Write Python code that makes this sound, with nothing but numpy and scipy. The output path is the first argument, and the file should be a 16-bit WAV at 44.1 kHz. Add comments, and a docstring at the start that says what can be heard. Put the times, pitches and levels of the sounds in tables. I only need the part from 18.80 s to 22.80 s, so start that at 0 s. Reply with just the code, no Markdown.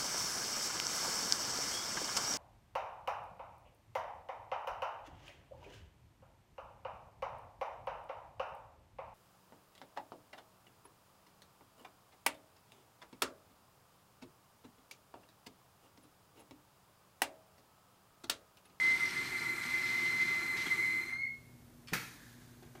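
"""A countertop soda maker carbonates a bottle of water, close to one microphone in a kitchen.
Gas churns the water and escapes through the relief valve, which hisses, spurts and whistles;
the whistle rises as the flow dies. A latch clicks, the vent opens with a thump and a sharp puff,
and the last gas seeps away. Two light knocks follow; farther back in the room a fridge hums."""
import sys
import numpy as np
from scipy import signal
from scipy.fft import rfft, irfft
from scipy.io import wavfile
from scipy.ndimage import uniform_filter1d

SR = 44100
rng = np.random.default_rng(int(sys.argv[2]) if len(sys.argv) > 2 else 0)


def file_out(sig):
    """Save sig as 16-bit WAV at sys.argv[1]."""
    # one column per channel
    cols = np.atleast_2d(sig).T
    # limit, then scale
    lim = np.clip(cols, -1, 1)
    pcm = np.round(lim * 32767).astype(np.int16)
    wavfile.write(sys.argv[1], SR, pcm)


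N = 176400
T = np.arange(N) / SR
FLOW_FAILS_S, VALVE_SHUTS_S, VENT_OPENS_S = 2.32, 2.56, 3.1315
# the water's one belch, heard in bottle and valve (start [s], attack [s], t60 [s])
BELCH = (1.858, 0.01, 0.11)


def whistle(jitter_hz=8.3, flutter_db=1.5):
    """The valve sings, shaken by turbulence until the flow fails; near the end a second, breathy tone beats
    against it."""
    # pitch of the valve (time [s], pitch [Hz])
    pitch_curve = [(0, 2062), (1.45, 2061), (2.0, 2055), (2.2, 2064), (2.3, 2070), (2.37, 2120),
                   (2.41, 2178), (2.57, 2154)]
    # swell of the fundamental (time [s], level [dB])
    swell = [(0, -31), (.09, -27), (.145, -29.5), (.2, -47), (.208, -30.5), (.24, -31), (.33, -49),
             (.40, -34.5), (.435, -52), (.51, -49), (.55, -37), (.61, -41), (.69, -34), (.725, -36),
             (.75, -51), (.785, -42.5), (.82, -46), (.933, -43), (.941, -30), (.98, -36.5), (1.28, -33.5),
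             (1.38, -37), (1.42, -26), (1.46, -43.5), (1.49, -31.5), (1.62, -39), (1.74, -36.5),
             (1.85, -43), (1.904, -46), (1.914, -30), (1.932, -28.5), (1.957, -40), (1.99, -32.5),
             (2.2, -36.5), (2.3, -48.5), (2.335, -36.5), (2.38, -43), (2.43, -34), (2.55, -47),
             (2.61, -65.5), (2.8, -76.5)]
    # overtones (multiple, level at the start [dB], midway [dB], as the flow fails [dB])
    overtone_levels = [(2, -61, -54, -56), (3, -72, -71, -67.5), (4, -58, -66.5, -71), (5, -67, -70, -73)]
    # a second, breathy tone beats against the whistle near the end (start [s], attack [s], t60 [s])
    side_envelope = (1.97, 0.017, 1.65)
    failing_s = np.maximum(T - FLOW_FAILS_S, 0)
    turbulence = from_db(-60 * failing_s)
    pitch = np.interp(T, *np.transpose(pitch_curve)) + jitter_hz * turbulence * drift(72.7)
    phase = 2 * np.pi * np.cumsum(pitch) / SR
    blowing = np.clip((VALVE_SHUTS_S - T) / 0.13, 0, 1)
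    flutter = from_db(flutter_db * turbulence * drift(68))
    tone = kitchen(blowing * flutter * np.sin(phase), wet=0.576)
    power = np.abs(uniform_filter1d(tone ** 2, size=1200))
    tone = tone / np.sqrt(power + 1e-9)   # evened, so that the level curve sets the swell
    overtones = 0
    for multiple, *stages_db in overtone_levels:
        db = np.interp(T, [0, FLOW_FAILS_S / 2, FLOW_FAILS_S], stages_db)
        db -= 27 * multiple * failing_s   # the highest die first
        db += 2 * flutter_db * turbulence * drift(68)
        overtones += from_db(db) * np.sin(round(multiple) * phase)
    side_tone = from_db(-42) * burst(*side_envelope) * breathy(hz=2170, width_hz=25)
    return levels(swell)[0] * tone + kitchen(blowing * overtones, wet=0.66) + blowing * side_tone


def hiss(rasp_db=-9, cavity_db=13.5):
    """Escaping gas makes a spurting, rasping jet and a smooth top hiss, and rings the valve's cavity."""
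    # gas flow (time [s], jet level [dB], drive of top hiss and cavity [dB])
    flow = [(0, -48, -58.5), (.35, -48, -58.5), (.8, -53.5, -56.5), (1.15, -48.5, -57), (1.5, -50, -57.5),
            (1.73, -54, -57.5), (1.92, -52.5, -56), (2.05, -56.5, -57.5), (2.22, -60, -60.5),
            (2.31, -58, -65.5), (2.37, -70, -78)]
    # sudden spurts (time [s], level [dB], t60 [s])
    spurts = [(.825, -50, 2.6), (1.055, -47, 0.7), (1.405, -48, 0.7), (1.762, -46, 1.3)]
    # the jet (frequency [Hz], density [dB])
    jet_spectrum = [(900, -18), (2300, 2), (2800, -1), (3500, 0.5), (4900, -1.9), (6300, -5), (8000, -22),
                    (12000, -32)]
    # the fine top hiss (frequency [Hz], density [dB])
    top_spectrum = [(2000, -15), (4500, -26), (7000, 4.5), (8400, 5), (10000, -2.5), (12200, 4),
                    (13500, -6), (15500, -7)]
    # the valve's spit at the belch (frequency [Hz], density [dB])
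    spit_spectrum = [(1000, 1.5), (2500, -10), (3300, 5), (4200, -17), (9000, -15.5)]
    # resonances of the valve's cavity (frequency [Hz], width [Hz], gain [dB])
    cavity_modes = [(1960, 86, -5.5), (2066, 73, 3), (2182, 58, -3.5), (2330, 147, -6)]
    steady, top_level = levels(flow)
    spurt_power = sum((from_db(db) * burst(s, 0.0068, t60)) ** 2 for s, db, t60 in spurts)
    jet_level = np.sqrt(steady ** 2 + spurt_power)
    rasp = from_db(rasp_db) * blown([(4176, 243, 0)])   # breath around the whistle's octave
    jet = from_db(1.15 * drift(29)) * jet_level * (noise(jet_spectrum) + rasp)
    spit = from_db(-41.5) * burst(*BELCH) * noise(spit_spectrum)
    cavity = from_db(cavity_db) * blown(cavity_modes)
    top_hiss = from_db(1) * noise(top_spectrum)
    return jet + spit + top_level * (top_hiss + cavity)


def droplets(per_s=70, fade_db_per_s=10.5):
    """Droplets caught in the jet chirp at high pitches, ever fainter until the flow fails."""
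    pitches = np.geomspace(4440, 5800, 10)
    chirps = sum(ring(grains(per_s / len(pitches)), hz, t60=.04) for hz in pitches)
    flowing = np.clip((FLOW_FAILS_S - T) / .1, 0, 1)
    return from_db(-57 - fade_db_per_s * T) * flowing * rms_one(chirps)


def water(bubbles_per_s=900, ring_cycles=14):
    """Small bubbles fizz and ring in the head space; large slugs of gas shake the bottle."""
    # activity in the bottle (time [s], fizz drive [dB], churning drive [dB])
    activity = [(0, -49, -56.5), (.2, -50, -54.5), (1.9, -49.5, -55), (2.27, -56, -57), (2.35, -58, -73)]
    # the fizz (frequency [Hz], density [dB])
    fizz_spectrum = [(450, -15.5), (620, -11), (850, -8), (1300, -4), (1900, -1), (2500, -8.5), (3200, -44)]
    # resonances of the head space (frequency [Hz], width [Hz], gain [dB])
    headspace_modes = [(940.3, 18.6, -1), (1180, 38, 0.5), (1381, 53, 2.5), (1548, 30, -5.5),
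                       (1754, 27, 5.5)]
    # resonances of the churning bottle (frequency [Hz], width [Hz], gain [dB])
    churn_modes = [(123, 52, -5), (161, 22, -2.5), (191.3, 35, -2), (243.8, 24, 0), (278.5, 27, -2),
                   (338.5, 28.6, 4.5), (380, 35.5, 0.5), (434, 34, -6.5)]
    fizzing, churning = levels(activity)
    pitches = np.geomspace(800, 1850, 20)
    pings = sum(ring(grains(bubbles_per_s / len(pitches)), hz, ring_cycles / hz) for hz in pitches)
    bubbles = from_db(-7.5) * colour(pings, fizz_spectrum)
    fizz = from_db(-0.5 + 0.69 * drift(33)) * noise(fizz_spectrum)
    hollow = from_db(-3) * blown(headspace_modes)
    slugs = resonate([grains(per_s=350) for _ in churn_modes], churn_modes)
    slug_level = from_db(1.5) * churning + from_db(-52) * burst(*BELCH)
    return fizzing * (fizz + bubbles + hollow) + slug_level * slugs


def latch():
    """The latch gives two small ringing clicks, each with a short scrape."""
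    # clicks (time [s], strength [dB])
    clicks = [(3.073, -44), (3.083, -40.5)]
    # modes of the latch (frequency [Hz], gain [dB], t60 [s])
    modes = [(2390, -4, 0.079), (2890, -12, .05), (4500, -2, 0.065), (5230, 1, .03), (6000, -7, .025)]
    # the scrape (frequency [Hz], density [dB])
    scrape_spectrum = [(1200, 2), (3500, 4), (4000, -6), (8000, -7.5), (12000, -17)]
    scraping = sum(from_db(db - 14) * burst(s, attack=.001, t60=0.18) for s, db in clicks)
    return kitchen(from_db(-9.5) * strike(clicks, modes) + scraping * noise(scrape_spectrum), wet=.45)


def vent():
    """The vent clacks open, the housing thumps and the gas bursts out."""
    # thumps of the opening vent (time [s], strength [dB])
    thumps = [(3.120, -39), (3.1266, -33), (3.151, -34.5)]
    # modes of the housing (frequency [Hz], gain [dB], t60 [s])
    housing_modes = [(122, -21.5, .2), (176, -2, 0.11), (233, -12.5, .1), (297, -8, 0.089),
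                     (447, -12.5, 0.09)]
    # the puff of gas (frequency [Hz], density [dB])
    puff_spectrum = [(300, 1), (600, -10), (1000, -7), (1420, 3), (2250, 1), (2850, -8), (4500, -6.5),
                     (7000, -12.5), (9500, -15.5), (14500, -15)]
    clack = strike(thumps, housing_modes) + ticks([(s, db - 14.5, .00086) for s, db in thumps])
    puff = from_db(-30) * burst(VENT_OPENS_S, attack=.003, t60=0.16) * noise(puff_spectrum)
    return kitchen(clack, wet=0.38) + kitchen(puff, wet=0.53)


def seep(sag_hz_per_s=450):
    """The last gas sputters through a narrowing gap; its resonance sinks with the pressure."""
    # seeping gas (frequency [Hz], density [dB])
    gas_spectrum = [(600, -7), (1200, -4.5), (2100, -2), (2650, -10.5), (3600, -4), (5500, -8),
                    (15000, -13.5)]
    # the resonance flares once (start [s], attack [s], t60 [s])
    flare = (3.39, 0.024, 0.33)
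    pressure = burst(VENT_OPENS_S, attack=0.016, t60=2.42)
    resonance = breathy(hz=1860 - sag_hz_per_s * (T - VENT_OPENS_S), width_hz=130)
    resonance *= from_db(-62.5) * pressure + from_db(-67) * burst(*flare)
    sputter = from_db(1.5 * drift(25))
    thin_hiss = from_db(-73) * np.sqrt(pressure) * breathy(hz=6530, width_hz=380)
    gas = from_db(-55.5) * pressure * noise(gas_spectrum)
    return sputter * (gas + resonance) + thin_hiss


def knocks():
    """Two light knocks on the machine as the hands come away."""
    # knocks (time [s], strength [dB], tick level [dB], tick attack [s])
    hits = [(3.822, -52, -56, .009), (3.95, -51, -51.5, .003)]
    # modes of the knocked body (frequency [Hz], gain [dB], t60 [s])
    modes = [(345, 1, 0.082), (389, -1.5, 0.084), (730, -6, 0.04), (846, -5, 0.04)]
    contact = ticks([(s, db, attack) for s, _, db, attack in hits])
    return kitchen(strike(hits, modes) + contact, wet=0.73)


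def fridge_and_room():
    """Behind the machine, the fridge's slightly wavering hum and the room tone."""
    # fridge hum (frequency [Hz], rms level [dB])
    partials = [(120, -65.5), (241, -65.5)]
    # room tone (frequency [Hz], density [dB])
    room_spectrum = [(30, -10), (48, 0), (75, -5), (135, 3), (200, -9), (280, -4.5), (450, -14),
                     (1200, -19), (3000, -26.5), (15000, -28)]
    hum = 0
    for hz, db in partials:
        amplitude = np.sqrt(2) * from_db(db + 1.5 * drift(4.6))
        hum += amplitude * np.sin(2 * np.pi * hz * T + 0.37 * drift(4.4))
    return hum + from_db(-60) * noise(room_spectrum)


def kitchen(x, wet, first_s=0.0071):
    """The direct sound reaches the microphone first, then a dense, dying wash of reflections."""
    tail = (rng.standard_normal(N) * burst(first_s, attack=first_s, t60=0.58))[:SR]
    return x + wet * signal.fftconvolve(x, tail / np.sqrt(np.sum(tail ** 2)))[:N]


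def from_db(db):
    """Decibels to gain."""
    return 10 ** (np.asarray(db) / 20)


def rms_one(x):
    """Scale to unit rms."""
    return x / np.sqrt(np.mean(x ** 2) + 1e-20)


def levels(rows, fade_db_per_s=132):
    """One gain curve for each dB column; they fade after the last row."""
    times, *columns = np.transpose(rows)
    fade_db = fade_db_per_s * np.maximum(T - times[-1], 0)
    return [from_db(np.interp(T, times, db) - fade_db) for db in columns]


def burst(start, attack, t60):
    """A quick rise and an exponential fall."""
    age = np.maximum(T - start, 0)
    return np.minimum(age / attack, 1) * np.exp(-np.log(1000) * np.maximum(age - attack, 0) / t60)


def drift(rate_hz):
    """A random wander, mostly slower than the given rate; rms 1."""
    hz = np.arange(N // 2 + 1) * SR / N
    return rms_one(irfft(rfft(rng.standard_normal(N)) / (1 + (hz / rate_hz) ** 2), N))


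def breathy(hz, width_hz):
    """A narrow band of noise around a pitch that may move."""
    phase = 2 * np.pi * np.cumsum(hz * np.ones(N)) / SR
    return drift(width_hz) * np.cos(phase) + drift(width_hz) * np.sin(phase)


def colour(x, spectrum):
    """Shape a signal by a spectrum that falls 20 dB an octave beyond its ends; rms 1."""
    hz, db = np.transpose(spectrum)
    octave = np.log2(np.maximum(np.arange(N // 2 + 1) * SR / N, 1))
    knots = np.log2(hz)
    beyond = np.maximum(knots[0] - octave, 0) + np.maximum(octave - knots[-1], 0)
    return rms_one(irfft(rfft(x) * from_db(np.interp(octave, knots, db) - 20 * beyond), N))


def noise(spectrum):
    """Coloured noise; rms 1."""
    return colour(rng.standard_normal(N), spectrum)


def resonate(drives, modes):
    """Parallel steep-sided resonances, each fed by its own drive; rms 1."""
    total = 0
    for drive, (hz, width, db) in zip(drives, modes):
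        sos = signal.butter(2, [max(hz - width / 2, 10), hz + width / 2], "band", fs=SR, output="sos")
        total += from_db(db) * signal.sosfilt(sos, drive + 1e-18)
    return rms_one(total)


def blown(modes):
    """Resonances driven by white noise."""
    return resonate(rng.standard_normal((len(modes), N)), modes)


def grains(per_s, spread_db=3.5):
    """Random clicks of uneven size."""
    size = from_db(spread_db * np.minimum(rng.exponential(1, N), 4))
    return size * rng.choice([-1, 1], N) * (rng.random(N) < per_s / SR)


def ring(clicks, hz, t60):
    """A unit click sets a sine of height 1 ringing."""
    decay, step = np.exp(-np.log(1000) / (t60 * SR)), 2 * np.pi * hz / SR
    return signal.lfilter([0, np.sin(step)], [1, -2 * decay * np.cos(step), decay ** 2], clicks + 1e-18)


def strike(hits, modes):
    """Blows (time [s], strength [dB]) ring a body's modes, which alternate in sign."""
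    clicks = np.zeros(N)
    for s, db, *_ in hits:
        clicks[int(s * SR)] += from_db(db)
    return sum((-1) ** k * from_db(db) * ring(clicks, hz, t60) for k, (hz, db, t60) in enumerate(modes))


def ticks(hits):
    """The short noise of contacts (time [s], level [dB], attack [s])."""
    # contact noise (frequency [Hz], density [dB])
    spectrum = [(500, 1.5), (1500, -2.5), (2300, -7), (2900, -9.5), (5000, -16), (15000, -30)]
    return noise(spectrum) * sum(from_db(db) * burst(s, attack, t60=0.07) for s, db, attack in hits)


def scene():
    """The machine and the kitchen behind it, at one microphone by the counter."""
    machine = whistle() + hiss() + droplets() + water() + latch() + vent() + seep() + knocks()
    return (machine + fridge_and_room())[None]


def record(dry, cutoff_hz=15400):
    """The top of the microphone's signal is cut steeply."""
    return signal.sosfilt(signal.ellip(12, .1, 80, cutoff_hz, fs=SR, output="sos"), dry)


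dry = scene()
out = record(dry)
file_out(out)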